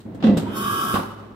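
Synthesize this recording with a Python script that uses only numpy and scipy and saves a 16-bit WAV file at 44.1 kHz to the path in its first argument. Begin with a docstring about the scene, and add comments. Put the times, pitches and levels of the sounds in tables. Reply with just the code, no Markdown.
"""A faint, brief rustle comes first, then thuds and a low judder from the frame of a cutting machine
making one stroke in a small workshop. A catch clicks, then the drive whirs up with gear noise, a hiss
and the stick-slip squeal of a rubbing part. It stops with a clunk that rings the sheet-metal panels
and dies away over the machine's idle rumble."""
import sys
import numpy as np
from scipy import signal
from scipy.fft import rfft, irfft, next_fast_len
from scipy.io import wavfile
from scipy.ndimage import map_coordinates

SR = 44100
rng = np.random.default_rng(int(sys.argv[2]) if len(sys.argv) > 2 else 0)


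def wav_record(signal):
    """Record a signal, one row per channel, as 16-bit PCM in the file named by sys.argv[1]."""
    frames = np.transpose(np.atleast_2d(signal))
    bounded = np.clip(frames, -1, 1)
    # unit amplitude maps onto the largest positive 16-bit level
    quanta = np.round(bounded * 32767).astype(np.int16)
    wavfile.write(sys.argv[1], SR, quanta)


N = 59535
T = np.arange(N) / SR


def amp(db):
    """Decibels to gain."""
    return 10 ** (np.asarray(db) / 20)


def unit(x):
    """Scale to rms 1."""
    return x / np.sqrt(np.mean(x ** 2) + 1e-20)


def along(points, hz):
    """Interpolate (Hz, value) points on a log axis."""
    points_hz, values = np.transpose(points)
    return np.interp(np.log(hz + 1), np.log(points_hz + 1), values)


def curves(rows):
    """One value per sample for each column after the time."""
    times_s, *columns = np.transpose(rows)
    return [np.interp(T, times_s, column) for column in columns]


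def wobble(knots_per_s):
    """Smooth random curve."""
    return map_coordinates(rng.standard_normal(2048), [T * knots_per_s], mode="mirror")


def filtered(x, response):
    """Apply a frequency response."""
    size = next_fast_len(N + SR // 2)
    return irfft(rfft(x, size) * response(np.fft.rfftfreq(size, 1 / SR)), size)[..., :N]


def pan(db):
    """Left and right gains for an L-R level difference."""
    return amp(np.array([[.5], [-.5]]) * db)


def lagged(x, lag_s=0.00023):
    """The sound reaches the left ear later."""
    return filtered(x, lambda hz: np.exp(-1j * np.pi * hz * lag_s * np.array([[1], [-1]])))


def tone(hz):
    """Sine of rms 1 on a pitch curve."""
    return np.sqrt(2) * np.sin(2 * np.pi * (np.cumsum(hz) / SR + rng.random()))


def burst(start_s, t60_s, attack_s=.001):
    """Envelope: quick rise, exponential fall."""
    age_s = np.maximum(T - start_s, 0)
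    return (1 - np.exp(-age_s / attack_s)) * amp(-60 * age_s / t60_s)


# Each row: frequency in Hz, left-right correlation.
EAR_CORRELATION = [(30, 1), (150, 0.94), (300, 0.78), (550, 0.53), (1100, 0.15), (4000, 0.027),
                   (15000, 0.05)]
# Each row: frequency in Hz, L-R in dB.
EAR_BALANCE = [(60, 7), (130, 0), (250, -2), (500, 0.5), (1100, -1), (2200, -2), (4000, -4.5), (8000, 14.5),
               (13000, 2.5)]

def noise(spectrum):
    """Stereo noise of rms 1: near mono in the bass, diffuse in the treble."""
    def colour(hz):
        angle = np.arccos(np.clip(along(EAR_CORRELATION, hz), -1, 1)) / 2
        return amp(along(spectrum, hz)) * [np.cos(angle), np.sin(angle)]
    mid, side = filtered(rng.standard_normal((2, N)), colour)
    ears = np.array([mid + side, mid - side])
    return unit(filtered(ears, lambda hz: pan(along(EAR_BALANCE, hz))))


# A faint, brief rustle at the very start, then blows on the frame.
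# Each row: start in seconds, boom, clack and snap levels in dB, t60 in seconds.
RUSTLE_AND_KNOCKS = [(.002, -56, -54, -55, 0.18), (0.052, -36, -66, -98, 0.96),
                     (.146, -34.5, -60, -55, 0.12), (0.203, -36, -46.5, -92, 0.19),
                     (0.225, -23.5, -32, -78, 0.13), (0.236, -24, -31, -55.5, 0.28),
                     (0.267, -14.5, -35, -55, 0.14), (0.294, -19, -46, -77, 0.33),
                     (.333, -21, -66.5, -77.5, 0.1), (.370, -21.5, -31, -33.5, 0.19),
                     (0.425, -29.5, -56, -66, 0.14), (0.94, -24.5, -28, -42, 0.29),
                     (0.985, -23.5, -72, -55, 0.1)]
# Each row: frequency in Hz, relative level in dB.
BOOM_SPECTRUM = [(30, -37), (70, -23), (130, -6.5), (205, -3), (280, -2), (400, -17.5), (530, -13.5),
                 (750, -18), (1100, -33), (2500, -87.5)]
CLACK_SPECTRUM = [(150, -25), (500, 0), (1100, -0.5), (1800, -4.5), (2250, -11), (2700, -5.5), (3900, -8),
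                  (6000, -24), (9000, -41.5), (15000, -53.5)]
SNAP_SPECTRUM = [(1500, -19), (3800, 6), (6000, -3.5), (8200, -0.5), (10000, -11), (13000, -2.5),
                 (16000, -23)]

def rustle_and_knocks(chatter_db=1.0):
    """A faint, brief rustle, then blows that make the frame boom, clack and snap."""
    boom = clack = snap = 0
    for start_s, boom_db, clack_db, snap_db, t60_s in RUSTLE_AND_KNOCKS:
        envelope = burst(start_s, t60_s)
        boom += amp(boom_db) * envelope
        clack += amp(clack_db) * envelope
        snap += amp(snap_db) * envelope
    chatter = amp(chatter_db * wobble(350))
    low = boom * noise(BOOM_SPECTRUM)
    bright = clack * noise(CLACK_SPECTRUM) + snap * noise(SNAP_SPECTRUM)
    return low + chatter * bright


# Each row: start in seconds, level in dB, t60 in seconds.
HEAVY_BLOWS = [(.291, -13, .07), (.372, -20, .08), (.428, -22, .14), (.474, -25, .22), (.941, -15, .07),
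               (.982, -23, .08)]
# Each row: frequency in Hz, relative level in dB.
FRAME_MODES = [(106, -6.5), (136, -11), (203, 2.5), (260, -16.5), (339, -5)]

def thumps(pan_db=-2.5):
    """Heavy blows rock the frame and briefly ring its low modes."""
    out = 0
    for start_s, level_db, t60_s in HEAVY_BLOWS:
        ring = sum(amp(db) * np.sin(2 * np.pi * hz * (T - start_s)) for hz, db in FRAME_MODES)
        out += amp(level_db) * burst(start_s, t60_s) * ring
    return out * pan(pan_db)


# Each row: time in seconds, pitch in Hz, level in dB.
JUDDER_CURVE = [(.234, 232, -86), (.242, 228.6, -9), (.285, 219.7, -15), (.296, 201.5, -8),
                (.31, 206.8, -13.5), (.335, 199.2, -13.5), (.35, 178.5, -23.5), (.38, 159, -18.5),
                (.41, 160, -53), (.46, 165, -93)]
# Each row: multiple of the pitch, relative level in dB.
JUDDER_HARMONICS = [(1, -2), (2, -22), (3, -47)]
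# Each row: centre in Hz, width in Hz, relative level in dB.
LOOSE_PARTS = [(515.8, 31, -16.5), (705.4, 60, -25), (1966, 65, -36.5), (2680, 92, -39)]

def judder(pitch_jitter=0.04, flutter_db=1, pan_db=-1):
    """The frame shudders under load, shaking loose parts and sinking in pitch as it lets go."""
    hz, level_db = curves(JUDDER_CURVE)
    hz = hz * (1 + pitch_jitter * wobble(120))
    shudder = sum(amp(db) * tone(k * hz) for k, db in JUDDER_HARMONICS)
    rattle = sum(amp(db) * tone(centre_hz + width_hz / 2 * wobble(151.15))
                 for centre_hz, width_hz, db in LOOSE_PARTS)
    return amp(level_db + flutter_db * wobble(131.7)) * (shudder + rattle) * pan(pan_db)


# Each row: time in seconds, level in dB.
DRIVE_ENVELOPE = [(.4, -100), (.46, -43.5), (.55, -33), (.58, -31), (.66, -27), (.78, -28), (.92, -28.5),
                  (.97, -28.5), (1.03, -64), (1.2, -64)]
# Each row: full-speed frequency in Hz, relative level in dB, L-R in dB, start in seconds.
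WHINE_PARTIALS = [(1164.5, 0, -3, 0.614), (1200, -6.5, -10, 0.66), (1318, -2.5, 3, 0.72),
                  (1343, -9.5, -1.5, 0.4), (1556, -16.5, -14.5, 0.39), (1641, -13, -13.5, 0.645),
                  (2956, -20, -3, .45), (3032, -12, -3, 0.43), (3386, -26, 11, 0.76),
                  (3680, -21, -5, 0.524)]
# Each row: frequency in Hz, relative level in dB.
GEAR_SPECTRUM = [(600, -25), (950, -6.5), (1150, 0), (1350, 1.5), (1600, -8.5), (1800, -20), (2200, -24.5),
                 (2550, -9.5), (2800, -23), (3150, -6.5), (3700, -16), (4300, -39.5), (8000, -47)]

def drive(stop_s=.94, slowing_per_s=.7, fade_in_s=0.015, drift_hz=5, flutter_db=2.6,
          whine_db=-3, room_db=-9, gear_db=-5, mesh_hz=192, mesh_depth=0.3):
    """Unsteady partials enter one by one over pulsing gear noise; both slow once the drive cuts out."""
    level_db, = curves(DRIVE_ENVELOPE)
    speed = 1 - slowing_per_s * np.maximum(T - stop_s, 0)
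    whine = 0
    for hz, db, pan_db, start_s in WHINE_PARTIALS:
        fade_in = np.clip((T - start_s) / fade_in_s, 0, 1)
        gain = amp(db + flutter_db * wobble(25.22)) * fade_in
        whine += gain * tone(hz * speed + drift_hz * wobble(39.7)) * pan(pan_db)
    whine = lagged(whine * amp(level_db + whine_db))
    gears = amp(level_db + gear_db) * noise(GEAR_SPECTRUM)
    meshing = 1 + mesh_depth * tone(mesh_hz * speed)
    return whine + amp(room_db) * room(whine) + gears * meshing


# Each row: time in seconds, pitch in Hz, tone level in dB, rasp level in dB.
SQUEAL_CURVE = [(.43, 930, -100, -110), (.472, 945, -31, -70), (.5, 960, -55, -80),
                (.548, 1075, -55.5, -54), (.568, 1088, -31.5, -38), (.605, 1092, -31.5, -40),
                (.64, 1116, -30.5, -47), (.7, 1100, -31, -49), (.75, 1106, -30.5, -43),
                (.82, 1112, -30.5, -46), (.92, 1100, -31.5, -45), (.99, 1045, -35, -54),
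                (1.07, 1030, -90, -105)]

def squeal(pitch_jitter=.002, tone_pan_db=-2, rasp_pan_db=4, room_db=-8):
    """A rubbing part sticks and slips: one tone plus raspy overtones coloured like the hiss."""
    hz, tone_db, rasp_db = curves(SQUEAL_CURVE)
    hz = hz * (1 + pitch_jitter * wobble(90))
    overtones = sum(amp(along(HISS_SPECTRUM, k * hz) + 2 * wobble(30)) * tone(k * hz)
                    for k in range(4, 15))
    rasp = amp(rasp_db) * unit(overtones) * pan(rasp_pan_db)
    fundamental = amp(tone_db + wobble(30)) * tone(hz) * pan(tone_pan_db)
    return lagged(fundamental + rasp) + amp(room_db) * room(rasp)


# Each row: time in seconds, level in dB.
HISS_ENVELOPE = [(.36, -100), (.42, -77.5), (.51, -61), (.54, -49.5), (.575, -38.5), (.63, -37.5),
                 (.75, -36.5), (.95, -36), (1.02, -48), (1.12, -61.5), (1.3, -88)]
# Each row: frequency in Hz, relative level in dB.
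HISS_SPECTRUM = [(2350, -27), (4000, -2), (4560, -11.5), (4750, 3.5), (5320, 0.5), (7070, -7.5),
                 (8350, -8.5), (9090, -7), (9850, 0), (12200, -1), (13500, 0), (15600, -9)]

def hiss(low_cut_hz=2560, ripple_db=2.1, ripple_step_hz=110, flutter_db=0.74, pan_db=-0.5):
    """Bright hiss while the drive runs, rippled in colour by the casing."""
    level_db, = curves(HISS_ENVELOPE)
    knots = rng.standard_normal((2, 1024))
    def colour(hz):
        ripple = np.array([map_coordinates(ear, [hz / ripple_step_hz], mode="mirror") for ear in knots])
        high_pass = hz ** 2 / (hz ** 2 + low_cut_hz ** 2)
        return high_pass * amp(ripple_db * ripple)
    envelope = amp(level_db + flutter_db * wobble(90))
    return envelope * unit(filtered(noise(HISS_SPECTRUM), colour)) * pan(pan_db)


# Each row: start in seconds, level in dB, t60 in seconds.
STOP_BLOWS = [(0.954, -18.5, 0.17), (0.993, -33, 0.18), (1.031, -34.5, 0.94)]
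# Each row: frequency in Hz, relative level in dB.
CASING_SPECTRUM = [(250, -33.5), (560, 0.5), (700, -16.5), (900, 0), (1200, 5), (1450, -1.5), (1800, -13.5),
                   (3200, -21), (5500, -26), (9000, -37.5)]
CASING_MODES = [(300, -21), (400, -28), (568, 1), (785, -0.5), (895, 0.5), (1049, 2), (1170, -10),
                (1294, -4.5), (1440, -2)]

def panels(ring_db=-2, rattle_db=2.5, blur_hz=14):
    """The sheet-metal casing rattles and rings on after the drive stops."""
    ring = np.array([sum(amp(db) * tone(hz + blur_hz * wobble(81.2)) for hz, db in CASING_MODES)
                     for ear in range(2)])
    envelope = sum(amp(db) * burst(start_s, t60_s) for start_s, db, t60_s in STOP_BLOWS)
    metal = unit(noise(CASING_SPECTRUM) + amp(ring_db) * unit(ring))
    return envelope * metal * amp(rattle_db * wobble(70.83))


# Each row: time in seconds, level in dB.
RUMBLE_ENVELOPE = [(0, -45), (.04, -47.5), (.07, -43), (.22, -38.5), (.44, -30.5), (.52, -29), (.7, -31),
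                   (.92, -29), (1.03, -33.5), (1.12, -40.5), (1.24, -40), (1.35, -44.5)]
# Each row: frequency in Hz, relative level in dB.
RUMBLE_SPECTRUM = [(25, -26), (50, -9.5), (75, -27.5), (102, 0.5), (150, -7), (210, -1), (280, -4.5),
                   (370, -2), (500, -13.5), (800, -16.5), (1300, -22), (2200, -28.5), (5000, -47.5),
                   (9000, -54), (15000, -50.5)]
HUM_TONES = [(103, -10.5), (210, -7)]

def rumble(flutter_db=0.18, hum_waver=.012):
    """The running machine rumbles and hums, louder during the stroke."""
    level_db, = curves(RUMBLE_ENVELOPE)
    hum = sum(amp(db + wobble(10.8)) * tone(hz * (1 + hum_waver * wobble(22))) for hz, db in HUM_TONES)
    return amp(level_db + flutter_db * wobble(50)) * unit(noise(RUMBLE_SPECTRUM) + hum)


# Each row: frequency in Hz, t60 in seconds.
ROOM_DECAY = [(150, .35), (1200, 0.79), (5000, 1), (14000, 0.26)]

def room(x):
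    """Diffuse workshop reverberation: a noise tail decaying band by band."""
    hz, age_s, bands = signal.stft(rng.standard_normal((2, SR // 2)), SR, nperseg=256)
    decay = amp(-60 * age_s / along(ROOM_DECAY, hz)[:, None])
    tail = signal.istft(bands * decay, SR, nperseg=256)[1]
    return signal.fftconvolve(x, tail / np.linalg.norm(tail[0]), axes=1)[:, :N]


# Each row: frequency in Hz, relative level in dB.
AMBIENCE_SPECTRUM = [(25, -17), (60, 2.5), (120, -13), (400, -39), (1500, -46.5), (4000, -38.5),
                     (8000, -55), (15000, -46.5)]

def ambience(level_db=-50.5):
    """Faint, low noise of the still room."""
    return amp(level_db) * noise(AMBIENCE_SPECTRUM)


def scene(room_db=-12):
    """All parts of the machine in the room."""
    direct = rustle_and_knocks() + thumps() + judder()
    reverb = amp(room_db) * room(direct)
    return direct + reverb + drive() + squeal() + hiss() + rumble() + panels() + ambience()


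def record(dry, low_cut_hz=71, top_hz=15750):
    """The microphone thins the deepest bass and passes nothing above the band limit."""
    def response(hz):
        high_pass = -hz ** 2 / (low_cut_hz ** 2 - hz ** 2 + 1j * np.sqrt(2) * hz * low_cut_hz)
        return high_pass * (hz < top_hz)
    return filtered(dry, response)


dry = scene()
out = record(dry)
wav_record(out)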